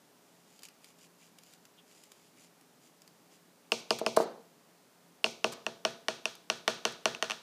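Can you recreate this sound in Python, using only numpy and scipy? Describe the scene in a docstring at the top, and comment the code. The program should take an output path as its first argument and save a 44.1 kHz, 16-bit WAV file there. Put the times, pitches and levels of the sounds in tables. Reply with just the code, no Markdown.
"""Faint rubbing, ticks and squeaks come first: fingers fiddle with a plastic pen, exciting it by friction.
Then the pen taps the kitchen table on which the microphone stands. Each impact gives a hard click from
the pen's modes, followed by a knock from bending waves in the table top. Once the hand comes down with
dull thuds, and at the end the pen bounces. The kitchen reverberates briefly over a low hum and hiss."""
import sys
import numpy as np
from scipy import signal
from scipy.fft import rfft, irfft
from scipy.io import wavfile

SR = 44100
rng = np.random.default_rng(int(sys.argv[2]) if len(sys.argv) > 2 else 0)


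def dump_mix(stems):
    """Bounce the given channels to the path in sys.argv[1] as a 16-bit WAV at rate SR."""
    frames = np.atleast_2d(stems).T  # one column per channel
    limited = np.clip(frames, -1, 1)  # hard clip at full scale
    pcm = np.round(limited * 32767).astype(np.int16)
    wavfile.write(sys.argv[1], SR, pcm)


N = 327222

# Impacts of the pen, bounces included. Each row: start in seconds, strength in dB, hand's weight in dB.
PEN_TAPS = [(3.7191, -11.5, -4.5), (3.9058, -12, 0.5), (4.0631, -14.5, 2.5), (5.2423, -12.5, -4.5),
            (5.2604, -28.5, 6.5), (5.4427, -14.5, 4), (5.6648, -22.5, 3.5), (5.8502, -15.5, 0.5),
            (6.0834, -15, -3), (6.2548, -17.5, -6), (6.4996, -15, -3), (6.6779, -10.5, -3.5),
            (6.8518, -12.5, -2.5), (7.0556, -12.5, 0.5), (7.1479, -30.5, -14), (7.225, -16, -4.5),
            (7.2417, -30, -5), (7.2984, -24.5, -4.5), (7.3075, -20.5, -16), (7.3169, -25.5, -5)]
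# Lean of the pen. Each row: time in seconds, slant from 0 (upright) to 1 (full lean).
PEN_SLANT = [(5.2, 0), (5.7, 0.86), (6.25, 0.7), (7.3, 0.97)]
def tap_levels():
    """Excitation depends on the blow: slant makes a tap hollower, the hand's weight strengthens its knock."""
    starts, strength, weight = np.transpose(PEN_TAPS)
    slant = np.interp(starts, *np.transpose(PEN_SLANT))
    click_db = strength - 1 + slant
    hollow_db = strength - 11 + 10 * slant + 0.21 * weight
    bright_db = strength - 8 - 2 * slant
    knock_db = strength - 2.9 + weight
    return starts, slant, click_db, hollow_db, bright_db, knock_db


# Three registers of the hard contact. Each row: frequency in Hz, level in dB, 60 dB decay time in seconds.
CLICK_MODES = [(2738, 3.5, 0.0095), (3600, -5.5, 0.0039), (2536, -30, 0.15)]
BRIGHT_MODES = [(5160, 4, 0.0076), (4360, 2, 0.0066), (6400, -4.5, 0.002), (7050, -20, 0.0084),
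                (9130, -6, 0.0029)]
HOLLOW_MODES = [(1350, 4, 0.0044), (1888, -4.5, 0.0099), (2273, -5.5, 0.015), (1486, -37, 0.49),
                (1780, -56, 0.061)]
def taps(click_lag_s=0.00062, knock_lag_s=0.003927, spread_db=2.9):
    """Impact excitation: the pen's click arrives first, the table's slower bending wave after it."""
    starts, slant, click_db, hollow_db, bright_db, knock_db = tap_levels()
    click = gripped_modes(starts, click_db, np.ones(len(starts)), CLICK_MODES, spread_db)
    bright = gripped_modes(starts, bright_db, 1 + 0.16 * slant, BRIGHT_MODES, spread_db)
    hollow = struck_modes(starts, hollow_db, HOLLOW_MODES, spread_db)
    pen = butter(click, 2040, "high") + butter(bright, 3000, "high") + butter(hollow, 930, "high")
    pen = dispersed(butter(pen, 12000, "low"), hz=3330, width_hz=6000)
    return delayed(pen, click_lag_s) + table_knock(starts + knock_lag_s, knock_db)


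def gripped_modes(starts, levels_db, first_mode_ratios, modes, spread_db, detune=0.022):
    """Boundary conditions set pitch: grip and angle retune the pen's damped modes at every tap."""
    hz, mode_db, t60 = np.transpose(modes)
    t = np.arange(int(0.2 * SR)) / SR
    decay = from_db(-60 * t / t60[:, None])
    polarity = (-1.0) ** np.arange(len(hz))
    out = np.zeros(N + SR)
    for start, db, ratio in zip(starts, levels_db, first_mode_ratios):
        pitch_scatter, level_scatter = rng.standard_normal((2, len(hz)))
        tuned_hz = hz * (1 + detune * pitch_scatter)
        tuned_hz[0] *= ratio
        gains = polarity * from_db(db + mode_db + spread_db * level_scatter)
        first = int(start * SR)
        out[first:first + len(t)] += gains @ (decay * np.sin(2 * np.pi * tuned_hz[:, None] * t))
    return out[:N]


def tap_snaps(snap_lag_s=0.0007, crack_lag_s=0.0016):
    """A brief contact has a broad spectrum: it shakes many dense, heavily damped modes at once."""
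    starts, _, click_db = tap_levels()[:3]
    snap = impulses(starts + snap_lag_s, click_db + 7)
    crack = bursts(starts + crack_lag_s, click_db - 4, decay_s=0.00111)
    return butter(snap, [1700, 6500], "band") + butter(crack, [2300, 4000], "band")


# Modes of the table top. Each row: frequency in Hz, level in dB, 60 dB decay time in seconds.
TABLE_MODES = [(137, -35, 0.11), (230.2, -28, 0.32), (355, -36.5, 0.36), (354, -60, 0.57),
               (464, -16.5, 0.1), (646, -12.5, 0.081), (671, -32, 0.55), (688, -35, 0.23),
               (757, -30.5, 0.17), (808, -36.5, 0.33), (927, -31, 0.15), (1015, -34.5, 0.13),
               (1183, -24, 0.077)]
def table_knock(starts, db):
    """Plate vibration: a hard blow launches a bending wave and excites the table's modes."""
    return table_top(impulses(starts, db), struck_modes(starts, db, TABLE_MODES, spread_db=3))


def table_top(force, ringing, echo_s=0.00458):
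    """Edge reflection: a bending wave passes as one swing and returns weaker, over the ringing modes."""
    swing = from_db(25) * butter(butter(force, 400, "high"), 1150, "low", order=3)
    return swing + from_db(-11) * delayed(swing, echo_s) + butter(ringing, 198, "high", order=4)


def refill_rattle(delay_range_s=(0.016, 0.08), count=8):
    """Secondary impacts: after each tap the loose refill strikes the inside of the barrel."""
    starts, strength = np.transpose(PEN_TAPS)[:2]
    times = starts[:, None] + rng.uniform(*delay_range_s, (len(starts), count))
    db = strength[:, None] - 45 + 2 * rng.standard_normal(times.shape)
    return butter(bursts(times.ravel(), db.ravel(), decay_s=0.0021), [3000, 12000], "band", order=1)


# Blows of the hand. Each row: start in seconds, level in dB, contact cut-off in Hz, relative room send in dB.
HAND_BLOWS = [(4.0145, -18, 795, 9), (4.1712, -17.5, 1140, -4), (4.173, -6.5, 1140, -3),
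              (4.2018, -11, 960, 11.5)]
def hand_thuds(room_db=19):
    """A soft contact low-passes the force, so the hand drives the table without treble."""
    blows = np.array([butter(impulses(np.array([start]), db), cutoff_hz, "low", order=4)
                      for start, db, cutoff_hz, _ in HAND_BLOWS])
    force = blows.sum(axis=0)
    ringing = from_db(-2) * ring(force, TABLE_MODES)
    airborne = from_db(np.array(HAND_BLOWS)[:, 3] + room_db) @ blows
    return from_db(2) * table_top(force, ringing) + kitchen(butter(airborne, 250, "high"))


# Skids of the pen on the table. Each row: start in seconds, length in seconds, level in dB.
TIP_SKIDS = [(3.775, 0.035, -55), (3.985, 0.016, -43), (4.163, 0.011, -29.5), (4.169, 0.077, -46.5),
             (5.519, 0.021, -43)]
# Spectrum of a skid. Each row: frequency in Hz, relative level in dB.
SKID_SPECTRUM = [(60, -49), (400, -9), (1200, 5.5), (2200, -7), (3000, -1.5), (5500, -3), (9000, -5.5),
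                 (15000, -15)]
def tip_skids(room_db=8):
    """Sliding friction: the tip chatters over the surface in short grainy bursts."""
    scrape = strokes(TIP_SKIDS) * friction_noise(SKID_SPECTRUM, grains_per_s=2000)
    return scrape + from_db(room_db) * kitchen(scrape)


# Ticks of the pen's loose parts. Each row: start in seconds, level in dB.
PEN_TICKS = [(0.592, -47), (0.622, -49), (0.633, -38), (0.6862, -44.5), (0.8438, -42.5), (1.3859, -43),
             (1.435, -48), (1.536, -46), (1.6532, -47), (2.037, -45.5), (2.1182, -42), (2.611, -51.5),
             (3.019, -47.5), (3.077, -46.5), (3.9873, -34.5), (6.353, -43), (6.9227, -43)]
# Finger strokes along the barrel. Each row: start in seconds, length in seconds, level in dB.
FINGER_STROKES = [(.2, 0.39, -76), (.47, 0.16, -71), (.628, 0.05, -56), (.81, 0.12, -64.5),
                  (.98, 0.098, -62.5), (1.18, .12, -65.5), (1.41, 0.16, -65.5), (1.86, 0.22, -64.5),
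                  (2.05, 0.28, -70), (2.36, 0.12, -64), (2.81, .09, -67.5), (3.3, 0.076, -65.5)]
# Spectrum of skin rubbing plastic. Each row: frequency in Hz, relative level in dB.
RUB_SPECTRUM = [(880, -57), (1500, -46), (1970, -6), (2890, -1.5), (4100, -7), (6070, -4), (6750, -3),
                (12600, -13), (14100, -20), (15500, -48)]
# Modes of the hand-held barrel. Each row: frequency in Hz, level in dB, 60 dB decay time in seconds.
BARREL_MODES = [(2740, -22, 0.032), (4880, -11, 0.015), (7050, -8, .012)]
def fingers(catches_per_s=14, room_db=4):
    """Friction and small impacts drive the barrel's modes: skin slips and catches, loose parts tick."""
    starts, db = np.transpose(PEN_TICKS)
    pressure = strokes(FINGER_STROKES)
    catches = pressure * from_db(9) * (rng.random(N) < catches_per_s / SR)
    ticks = butter(bursts(starts, db, decay_s=0.003), [1800, 9000], "band", order=1)
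    ringing = struck_modes(starts, db, BARREL_MODES, spread_db=3) + ring(catches, BARREL_MODES)
    rub = pressure * friction_noise(RUB_SPECTRUM, grains_per_s=900)
    rub += from_db(-13) * ring(pressure * rng.standard_normal(N), BARREL_MODES)
    return ticks + ringing + catches + rub + from_db(room_db) * kitchen(ticks + ringing)


# Squeaks of skin on plastic. Each row: start in seconds, centre frequency in Hz, level in dB.
SKIN_SQUEAKS = [(1.21, 2600, -67), (1.77, 3200, -60.5), (2.362, 2380, -66.5)]
def skin_squeaks(length_s=0.041, half_width=0.11):
    """Stick-slip motion: a fingertip grips and releases for a moment at one rough pitch."""
    t = np.arange(N) / SR
    white = rng.standard_normal(N)
    out = 0
    for start, hz, db in SKIN_SQUEAKS:
        swell = np.sin(np.pi * np.clip((t - start) / length_s, 0, 1))
        band = butter(white, [hz * (1 - half_width), hz * (1 + half_width)], "band")
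        out += from_db(db) * swell * unit_rms(band)
    return out


def tap_reverberation():
    """Radiation varies with frequency: each register of a tap reaches the room with its own strength."""
    starts, slant, click_db, hollow_db, bright_db, knock_db = tap_levels()
    lean_db = slant  # full slant sends 1 dB more into the room
    airborne = butter(impulses(starts, knock_db + lean_db + 27), 907, "low", order=3)
    airborne += butter(impulses(starts, hollow_db + lean_db + 28), [1000, 2300], "band")
    airborne += butter(impulses(starts, click_db + lean_db + 29), [2400, 3900], "band")
    airborne += butter(impulses(starts, bright_db + lean_db + 34), 4070, "high", order=3)
    return kitchen(airborne)


# Colour of the kitchen's reflections. Each row: frequency in Hz, relative level in dB.
ROOM_SPECTRUM = [(60, -31), (130, 6.5), (220, 10), (290, -40), (400, 13.5), (550, 8), (750, 7.5), (1200, 5),
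                 (2000, 7.5), (2800, 2.5), (3900, 3.5), (5000, 5), (7000, -4.5), (10000, -18.5),
                 (15000, -22.5)]
# Reverberation of the kitchen. Each row: frequency in Hz, 60 dB decay time in seconds.
ROOM_T60 = [(150, 0.49), (450, 0.49), (800, 0.48), (1500, 0.43), (4000, 0.41), (8000, 0.3), (14000, 0.23)]
def kitchen(x, onset_s=0.0012):
    """A diffuse field builds up quickly, then decays exponentially at its own rate in each band."""
    t = np.arange(int(0.7 * SR)) / SR
    edges_hz = np.geomspace(50, 17000, 19)
    white = rng.standard_normal((2, len(t)))
    tail = 0
    for k, (low, high) in enumerate(zip(edges_hz, edges_hz[1:])):
        hz = np.sqrt(low * high)
        decay = from_db(-60 * t / at_hz(ROOM_T60, hz))
        tail += butter(white[k % 2], [low, high], "band") * decay * from_db(at_hz(ROOM_SPECTRUM, hz))
    build_up = 1 - np.exp(-(t / onset_s) ** 2)
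    return signal.fftconvolve(x, tail * build_up)[:N] / np.sqrt(SR)


# Tones of an appliance. Each row: frequency in Hz, level in dB.
HUM_TONES = [(172.5, -75.5), (417, -78)]
# Spectrum of room rumble and microphone hiss. Each row: frequency in Hz, relative level in dB.
FLOOR_SPECTRUM = [(18, -88), (30, -47), (69, -24), (140, -6.5), (173, -2), (197, -4.5), (256, -2),
                  (389, -7.5), (420, -8.5), (591, -7), (2020, -17), (3780, -19.5), (4780, -19),
                  (6370, -19.5), (15500, -25.5)]
def background(waver_db=2, floor_db=-63.5):
    """The noise floor: steady rumble and hiss lie under a hum with slow amplitude modulation."""
    t = np.arange(N) / SR
    hum = sum(np.sqrt(2) * from_db(db + waver_db * drift(5.7)) * np.sin(2 * np.pi * hz * t)
              for hz, db in HUM_TONES)
    return hum + from_db(floor_db) * coloured(rng.standard_normal(N), FLOOR_SPECTRUM)


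def struck_modes(starts, db, modes, spread_db):
    """The striking point weights the modes: every blow excites each with a random strength."""
    scatter_db = spread_db * rng.standard_normal((len(starts), len(modes)))
    return sum(ring(impulses(starts, db + scatter_db[:, k]), [mode]) for k, mode in enumerate(modes))


def ring(force, modes):
    """Modal superposition: each mode answers an impulse with a decaying sine."""
    out = 0
    for hz, db, t60 in modes:
        radius, angle = from_db(-60 / (t60 * SR)), 2 * np.pi * hz / SR
        feedback = [1, -2 * radius * np.cos(angle), radius * radius]
        out += from_db(db) * signal.lfilter([0, np.sin(angle)], feedback, force + 1e-18)
    return out


def dispersed(x, hz, width_hz):
    """Dispersion, as in a plate: an all-pass delays some frequencies more than others."""
    radius = np.exp(-np.pi * width_hz / SR)
    feedback = [1, -2 * radius * np.cos(2 * np.pi * hz / SR), radius * radius]
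    return signal.lfilter(feedback[::-1], feedback, x)


def friction_noise(spectrum, grains_per_s, grain_db=4):
    """Rapid random amplitude modulation makes noise grainy."""
    return coloured(rng.standard_normal(N) * from_db(grain_db * drift(grains_per_s)), spectrum)


def strokes(rows):
    """Pressure envelope: each stroke rises and falls in a steep-sided arch."""
    out = np.zeros(N)
    for start, length_s, db in rows:
        first, size = int(start * SR), max(int(length_s * SR), 8)
        arch = np.sqrt(np.abs(np.sin(np.linspace(0, np.pi, size))))
        out[first:first + size] += from_db(db) * arch
    return out


def bursts(starts, db, decay_s):
    """Noise transients with instant attack and exponential decay."""
    envelope = signal.lfilter([1], [1, -np.exp(-1 / (decay_s * SR))], impulses(starts, db) + 1e-18)
    return envelope * rng.standard_normal(N)


def impulses(starts, db):
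    """Ideal impacts: one impulse per contact."""
    out = np.zeros(N)
    np.add.at(out, np.clip(np.round(starts * SR).astype(int), 0, N - 1), from_db(db))
    return out


def delayed(x, lag_s):
    """Propagation delay."""
    return np.interp(np.arange(N) - lag_s * SR, np.arange(N), x, left=0)


def drift(points_per_s):
    """Random wander of rms 1."""
    return unit_rms(np.interp(np.arange(N) * points_per_s / SR, np.arange(N), rng.standard_normal(N)))


def coloured(x, spectrum):
    """Spectral shaping, scaled to rms 1."""
    hz = np.arange(N // 2 + 1) * SR / N
    return unit_rms(irfft(rfft(x) * from_db(at_hz(spectrum, hz)), N))


def butter(x, hz, kind, order=2):
    """Causal Butterworth filter."""
    return signal.sosfilt(signal.butter(order, hz, kind, fs=SR, output="sos"), x + 1e-18)


def at_hz(points, hz):
    """Interpolation on a log-frequency axis."""
    known_hz, values = np.transpose(points)
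    return np.interp(np.log(np.maximum(hz, 1)), np.log(known_hz), values)


def unit_rms(x):
    """Normalisation to rms 1."""
    return x / np.sqrt(np.mean(x ** 2) + 1e-20)


def from_db(db):
    """Decibels to amplitude ratio."""
    return 10 ** (np.asarray(db) / 20)


def scene():
    """Superposition: all sources add at one microphone."""
    tapping = taps() + tap_snaps() + tap_reverberation() + refill_rattle()
    handling = hand_thuds() + tip_skids() + fingers() + skin_squeaks()
    return (tapping + handling + background())[None]


def record(dry, square_law_db=-16, bass_cut_hz=95, treble_cut_hz=15200):
    """Quadratic distortion and band limiting: the small microphone skews peaks and loses both extremes."""
    skewed = dry + from_db(square_law_db) * dry ** 2
    thin = butter(skewed, bass_cut_hz, "high", order=1)
    return signal.sosfilt(signal.ellip(10, 0.1, 70, treble_cut_hz, fs=SR, output="sos"), thin)


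dry = scene()
out = record(dry)
dump_mix(out)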